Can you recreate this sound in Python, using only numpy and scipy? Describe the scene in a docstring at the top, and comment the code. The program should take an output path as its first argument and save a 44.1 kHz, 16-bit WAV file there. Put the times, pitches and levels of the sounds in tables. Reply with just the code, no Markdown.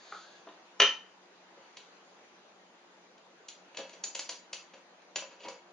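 """A small workshop: a drill press coasts to a stop with hiss and a faint squeak, its lever knocks, there is a
dull double knock on the bench, and a steel part is struck with a sharp clink. Later a latch or hand tool clicks
and scrapes. Contacts are short bursts of noise that set resonances ringing; the spindle is shaped noise and the
squeak a gliding tone. The room answers with a short reverberation, over quiet room noise with a low hum. A pair
of small microphones hears it all; the treble is uneven, with a notch, a gap and a weak top band."""
import sys
import numpy as np
from scipy import signal
from scipy.fft import rfft, irfft, next_fast_len
from scipy.io import wavfile
from scipy.ndimage import uniform_filter1d

SR = 44100
rng = np.random.default_rng(int(sys.argv[2]) if len(sys.argv) > 2 else 0)


def unload_wav(signal):
    """Save mono or channel-first audio to the path in sys.argv[1] as 16-bit WAV at rate SR, clipped to [-1, 1]."""
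    wavfile.write(
        sys.argv[1],
        SR,
        np.round(np.clip(np.atleast_2d(signal).T, -1, 1) * 32767).astype(np.int16),
    )


def elevation(decibels):
    """Turn decibel levels (scalar or array-like) into linear amplitude ratios."""
    levels = np.asarray(decibels, float)
    return 10 ** (levels / 20)


N = 252252  # length in samples

# In all contact tables, level is relative, weight lifts the thud and body, edge lifts the treble.
# a blow on the steel part and its bounces: (time [s], level [dB], weight [dB], edge [dB])
STEEL_BLOWS = [(0.8006, 6.5, -9.5, -11), (0.8184, 5, -13.5, -18), (0.8303, -11.5, -5, -30.5),
               (0.8571, -19.5, -30.5, -11)]
# what the steel part rings with: (frequency [Hz], width [Hz], level [dB])
STEEL_MODES = [(412, 30, -6), (537, 40, -4), (1012, 30, -13), (1334, 30, -6), (1800, 45, -12),
               (2005, 35, -14), (2400, 40, -10), (2825, 40, -7), (2915, 24, -5), (2986, 18, -1),
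               (3040, 9, 4), (3073, 7, 5), (3101, 14, 0), (5960, 110, 1), (6140, 90, -4)]
# sharp clicks of the tool; the struck spot favours a pitch region:
# (time [s], level [dB], weight [dB], edge [dB], favoured pitch [Hz])
TOOL_CLICKS = [(1.7688, -30, -13, -8, 4060), (3.1787, -47.5, -14, -6, 3330),
               (3.484, -30.5, -16.5, -0.5, 3970), (3.7459, -38.5, -1.5, -11, 2980),
               (3.7701, -23.5, -14, -5.5, 3800), (3.893, -37.5, -7, -5, 6800),
               (4.0376, -26.5, -8, 6.5, 6900), (4.1493, -23, -9.5, -0.5, 6850),
               (4.1919, -23.5, -5.5, 2.5, 5000), (4.2914, -26, -3.5, 4.5, 4450),
               (4.5298, -25, -8, 1.9, 2620), (5.018, -48.5, -7.5, -9, 1980),
               (5.1581, -17.5, -6, -2.5, 2760), (5.2201, -38.5, 6.5, -22, 560), (5.4834, -32, 1, -1, 4950)]
# the tool slides or is set down, with a softer start:
# (time [s], level [dB], weight [dB], edge [dB], contact time [s])
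TOOL_SCRAPES = [(1.5706, -46, 10, -19, 0.012), (1.6084, -46.5, -3, -10, 0.032),
                (3.7476, -37.5, 3, -10, 0.042), (3.7832, -28, 8.5, -8, 0.011),
                (3.9302, -33.5, 0, -3, 0.0077), (4.7343, -33.5, 3.7, -9.5, 0.008),
                (5.2987, -40, 3.5, -8, 0.026), (5.3933, -36, -3.5, -10.5, 0.026),
                (5.4284, -30.5, -5, -7.5, 0.018), (5.4433, -37, 15.5, -35, 0.021)]
# what the tool rings with: (frequency [Hz], width [Hz], level [dB])
TOOL_MODES = [(560, 110, 0), (970, 45, 0), (1670, 50, -5), (2240, 45, -3), (2620, 60, 0), (2900, 120, -5),
              (3270, 160, -5), (3920, 70, -4), (4435, 90, 4), (4810, 120, -2), (5840, 150, 0),
              (6850, 140, 4)]
# the feed lever knocks against its stop and bounces: (time [s], level [dB], weight [dB], edge [dB])
LEVER_KNOCKS = [(0.1226, -35.5, -0.5, -15), (0.1484, -48, -11, -1)]
# what the lever rings with: (frequency [Hz], width [Hz], level [dB])
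LEVER_MODES = [(442, 89, 0), (814, 62, 0), (1306, 55, 3.5), (1750, 90, -23)]
# a dull double knock on the bench: (time [s], level [dB], weight [dB], edge [dB])
BENCH_KNOCKS = [(0.4698, -39, 10.5, -11.5), (0.4874, -37.5, -4, -17)]
# what the bench rings with: (frequency [Hz], width [Hz], level [dB])
BENCH_MODES = [(330, 120, -3), (625.6, 100, -3), (1000, 260, -5), (3624, 406, -3.5)]
# where low thud, thud, body, middle, treble and top of a contact lie: (frequency [Hz])
COLOUR_HZ = [260, 550, 1300, 2900, 5600, 9000]
# resonances of the drill head around the spindle: (frequency [Hz], width [Hz], level [dB])
SPINDLE_MODES = [(1730, 110, -3.5), (3666, 400, -1), (4350, 710, 2), (6450, 360, -3)]
# how fast the reverberation dies: (frequency [Hz], time to fall by 60 dB [s])
ROOM_DECAY = [(200, 0.37), (500, 0.22), (1000, 0.36), (3000, 0.3), (6000, 0.3), (9000, 0.22)]
# how alike the reverberation is left and right: (frequency [Hz], likeness [-1 to 1])
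ROOM_LIKENESS = [(60, .9), (300, .99), (800, .93), (1850, .75), (4400, .5), (10300, .2)]
# relative spectrum of the room noise: (frequency [Hz], level [dB])
AIR_SPECTRUM = [(24, -88), (40, -47.5), (151, -20.5), (183, -13.5), (218, -8), (351, -4.5), (456, -3.5),
                (802, -2), (1110, -5), (4000, -13.5), (7200, -19.5), (9360, -57), (15800, -120)]
# the hiss of the room noise swells and sinks: (time [s], treble lift [dB])
AIR_DRIFT = [(0, 2), (1.2, -3), (1.7, 0), (2.2, -0.6), (2.7, -2.5), (3.2, -3), (4.0, -0.1), (4.9, -3)]
# how alike the room noise is left and right: (frequency [Hz], likeness [-1 to 1])
AIR_LIKENESS = [(60, 0.12), (170, 0.81), (470, 0.82), (1320, 0.23), (3680, -0.2), (10300, -0.26)]
# hum of distant machines: (frequency [Hz], width [Hz], level [dB])
HUM = [(185.5, 15, -76), (350.9, 7.4, -75)]
# uneven treble: a notch near 5.4 kHz, a gap near 8 kHz and a weak band above: (frequency [Hz], level [dB])
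PASS_BAND = [(5000, 0), (5300, 0), (5430, -27.5), (5560, -3), (5800, 2.5), (7250, -0.5), (7450, -32.5),
             (8550, -75.5), (8700, -11.5), (9300, -10.5), (9900, -32.5), (10300, -50)]


def evened(x):
    """Scales to an rms of 1."""
    return x / np.sqrt(np.mean(x ** 2) + 1e-20)


def read(points, hz):
    """Reads a spectrum table on a log-frequency axis."""
    f, value = np.transpose(points)
    return np.interp(np.log(hz + 1), np.log(f + 1), value)


def ringing(modes, hz):
    """Complex response of a set of resonances: each peaks at its frequency, and a narrow one rings longer."""
    return sum(elevation(db) / (1 + 2j * (hz - f) / abs(width)) for f, width, db in modes)


def flattened(x, size):
    """Spectrum of x with its coarse bumps taken out, so that no wide band is favoured."""
    z = rfft(x)
    return z * np.linalg.norm(x) / np.sqrt(uniform_filter1d(abs(z) ** 2, size=size) + 1e-20)


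def pair(shape, likeness):
    """Left and right random spectra, the right one sharing part of the left."""
    a, b, c, d = np.moveaxis(rng.standard_normal(shape + (4,)), -1, 0)
    likeness = np.clip(likeness, -1, 1)
    left, other = a + 1j * b, c + 1j * d
    return np.array([left, likeness * left + np.sqrt(1 - likeness ** 2) * other])


def contact_sound(modes, contact_s, favour_hz, colour_db, broad_db, snap, rise, size):
    """A rough burst of force with a short rattle is heard as a crack; burst and snap set the modes ringing."""
    spot_db = 2.5  # how unevenly the modes answer from blow to blow
    t, hz = np.arange(size) / SR, np.fft.rfftfreq(size, 1 / SR)
    body = ringing([(f, width, db + spot_db * rng.standard_normal()) for f, width, db in modes], hz)
    onset = np.minimum(t / (rise * contact_s), 1)
    rattle = 0.18 * np.exp(-t / (3 * contact_s))
    force = rng.standard_normal(size) * onset * (np.exp(-(t / contact_s) ** 2) + rattle)
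    crack = flattened(force, size=130)
    push = (crack + snap * np.linalg.norm(force)) / np.hypot(1, snap)  # a snap has a flat spectrum
    shape_db = read(list(zip(COLOUR_HZ, colour_db)), hz)
    if favour_hz:
        octaves = np.log2((hz + 1) / favour_hz)
        shape_db = shape_db + 3.5 * np.exp(-(octaves / 0.2) ** 2)  # a bump of 3.5 dB
    return irfft((elevation(broad_db) * crack + push * body) * elevation(shape_db), size)


def blows(rows, modes, broad_db, body_db, top_db, snap, rise, contact_s=None):
    """Sets out one contact sound a row; each differs in its roughness and in how the modes answer."""
    size, lead = 16384, 400  # samples; the lead leaves room for what comes ahead of the contact
    out = np.zeros(N + size)
    fade = np.minimum(np.arange(size)[::-1] / SR / .05, 1)
    for s, db, weight, edge, *own in rows:
        # a fifth column is the contact time if none is set for all rows, or else the favoured pitch
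        favour_hz = own[0] if own and contact_s else None
        colour_db = np.array([weight - 4, weight + 4, weight + body_db, 0, edge - 2, edge + top_db]) + db
        sound = contact_sound(modes, contact_s or own[0], favour_hz, colour_db, broad_db, snap, rise, size)
        at = round(s * SR) - lead
        out[at:at + size] += np.roll(sound, lead) * fade
    return out[:N]


def steel_part():
    """A hard blow starts at once and sets narrow, long-ringing modes of the steel going: a clink."""
    return blows(STEEL_BLOWS, STEEL_MODES, broad_db=-13.5, body_db=4.5, top_db=-12.5, snap=0.53,
                 rise=0.057, contact_s=0.0059)


def tool_clicks():
    """Short contacts of a latch or hand tool, with a strong crack over broader modes."""
    return blows(TOOL_CLICKS, TOOL_MODES, broad_db=-4.5, body_db=1.5, top_db=-1.0, snap=0.38,
                 rise=0.46, contact_s=0.005)


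def tool_scrapes():
    """The same tool slides or is set down: softer, mostly longer contacts with less snap."""
    return blows(TOOL_SCRAPES, TOOL_MODES, broad_db=-6, body_db=-4.5, top_db=-4.5, snap=0.19, rise=1.32)


def feed_lever():
    """The lever meets its stop and bounces, ringing mostly in its low modes."""
    return blows(LEVER_KNOCKS, LEVER_MODES, broad_db=-10.0, body_db=20.5, top_db=5.0, snap=0.73,
                 rise=0.082, contact_s=0.005)


def bench():
    """Two knocks on broad, quickly dying modes of the bench: a dull sound."""
    return blows(BENCH_KNOCKS, BENCH_MODES, broad_db=-14.5, body_db=1.0, top_db=-8.0, snap=0.41,
                 rise=0.15, contact_s=.0066)


def spindle():
    """Bearing and belt hiss through the casing of the drill head swells, then sinks until the spindle stops."""
    top_s, end_s, top_db = 0.15, .45, -56.5
    rise_db_per_s, fall_db_per_s = 49, 54
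    t, hz = np.arange(N) / SR, np.fft.rfftfreq(N, 1 / SR)
    hiss = rfft(rng.standard_normal(N)) * (elevation(-14.5) + ringing(SPINDLE_MODES, hz))
    level_db = top_db - np.maximum(rise_db_per_s * (top_s - t), fall_db_per_s * (t - top_s))
    return evened(irfft(hiss, N)) * elevation(level_db) * np.clip((end_s - t) / 0.049, 0, 1)


def squeak():
    """A thin, unsteady tone that glides up as the spindle stops."""
    start_s, length_s, level_db = .15, .25, -61
    from_hz, to_hz, glide_s, glide_length_s = 1330, 1665, .232, .035
    t = np.arange(N) / SR
    up = .5 + .5 * np.tanh((t - glide_s) / glide_length_s)  # 0 to 1
    flutter = 1 + 0.33 * evened(uniform_filter1d(rng.standard_normal(N), 400))
    tone = np.sin(2 * np.pi * np.cumsum(from_hz + (to_hz - from_hz) * up) / SR)
    swell = np.sin(np.pi * np.clip((t - start_s) / length_s, 0, 1))
    return tone * flutter * elevation(level_db) * swell


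def workshop(x):
    """Dense reverberation: sound is smeared by decaying noise, each band dying at its own speed."""
    frames, hz = 345, np.fft.rfftfreq(256, 1 / SR)
    t = np.arange(frames)[:, None] * 64 / SR
    z = pair((frames, 129), read(ROOM_LIKENESS, hz)) * elevation(-60 * t / read(ROOM_DECAY, hz))
    tail = signal.istft(z.swapaxes(1, 2), nperseg=256, noverlap=192)[1]
    length = tail.shape[1]
    tail *= np.clip((np.arange(length) / SR - .002) / 0.0054, 0, 1)  # first walls answer after a few ms
    fade = np.minimum(np.linspace(5, 0, length), 1) ** 2
    tail = irfft(flattened(tail, size=40), length) * fade
    return signal.fftconvolve(x[None], tail / np.linalg.norm(tail[0]), axes=1)[:, :N]


def air():
    """Room noise whose spectrum drifts in patches of time and pitch, with fuzzy hum lines of narrow noise."""
    frames, hz = N // 256 + 5, np.fft.rfftfreq(1024, 1 / SR)
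    z = pair((frames, 513), read(AIR_LIKENESS, hz))
    grain = rng.standard_normal((frames, 513))
    patches = evened(uniform_filter1d(uniform_filter1d(grain, 10, 0), 10, 1))
    drift_db = np.interp(np.arange(frames) * 256 / SR, *np.transpose(AIR_DRIFT))
    swell = drift_db[:, None] * hz / (hz + 1000)  # acts mostly on the treble
    level_db = read(AIR_SPECTRUM, np.minimum(hz, 7000))  # level from 7 kHz up
    z *= elevation(level_db + 1.6 * patches + swell)
    wash = signal.istft(z.swapaxes(1, 2), nperseg=1024, noverlap=768)[1][:, :N]
    wash = elevation(-58) * evened(wash)
    fine_hz = np.fft.rfftfreq(N, 1 / SR)
    for f, width, db in HUM:
        line = rfft(rng.standard_normal(N)) / (1 + (2 * (fine_hz - f) / width) ** 2)
        wash += elevation(db) * evened(irfft(line, N))
    return wash


def scene():
    """Small parts radiate no deep bass; near sources reach the left side a sample earlier; the room answers."""
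    near = steel_part() + tool_clicks() + tool_scrapes() + feed_lever() + bench() + spindle() + squeak()
    near = signal.sosfilt(signal.butter(4, 210, "high", fs=SR, output="sos"), near)
    direct = np.array([near, np.roll(near, 1)])
    balance = elevation([[.45], [-.45]])  # the left is slightly louder
    return (direct + elevation(-0.5) * workshop(near) + air()) * balance


def top_cut(x):
    """Nothing passes above the cut-off."""
    return signal.sosfilt(signal.butter(12, 10900, fs=SR, output="sos"), x)


def record(dry):
    """Some treble bands pass and others are weakened, then a faint electronic hiss is added."""
    size = next_fast_len(N)
    response = elevation(read(PASS_BAND, np.fft.rfftfreq(size, 1 / SR)))
    shaped = irfft(rfft(dry, size) * response, size)[:, :N]
    mix = shaped + elevation(-101) * rng.standard_normal((N, 2)).T
    return top_cut(mix)


dry = scene()
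out = record(dry)
unload_wav(out)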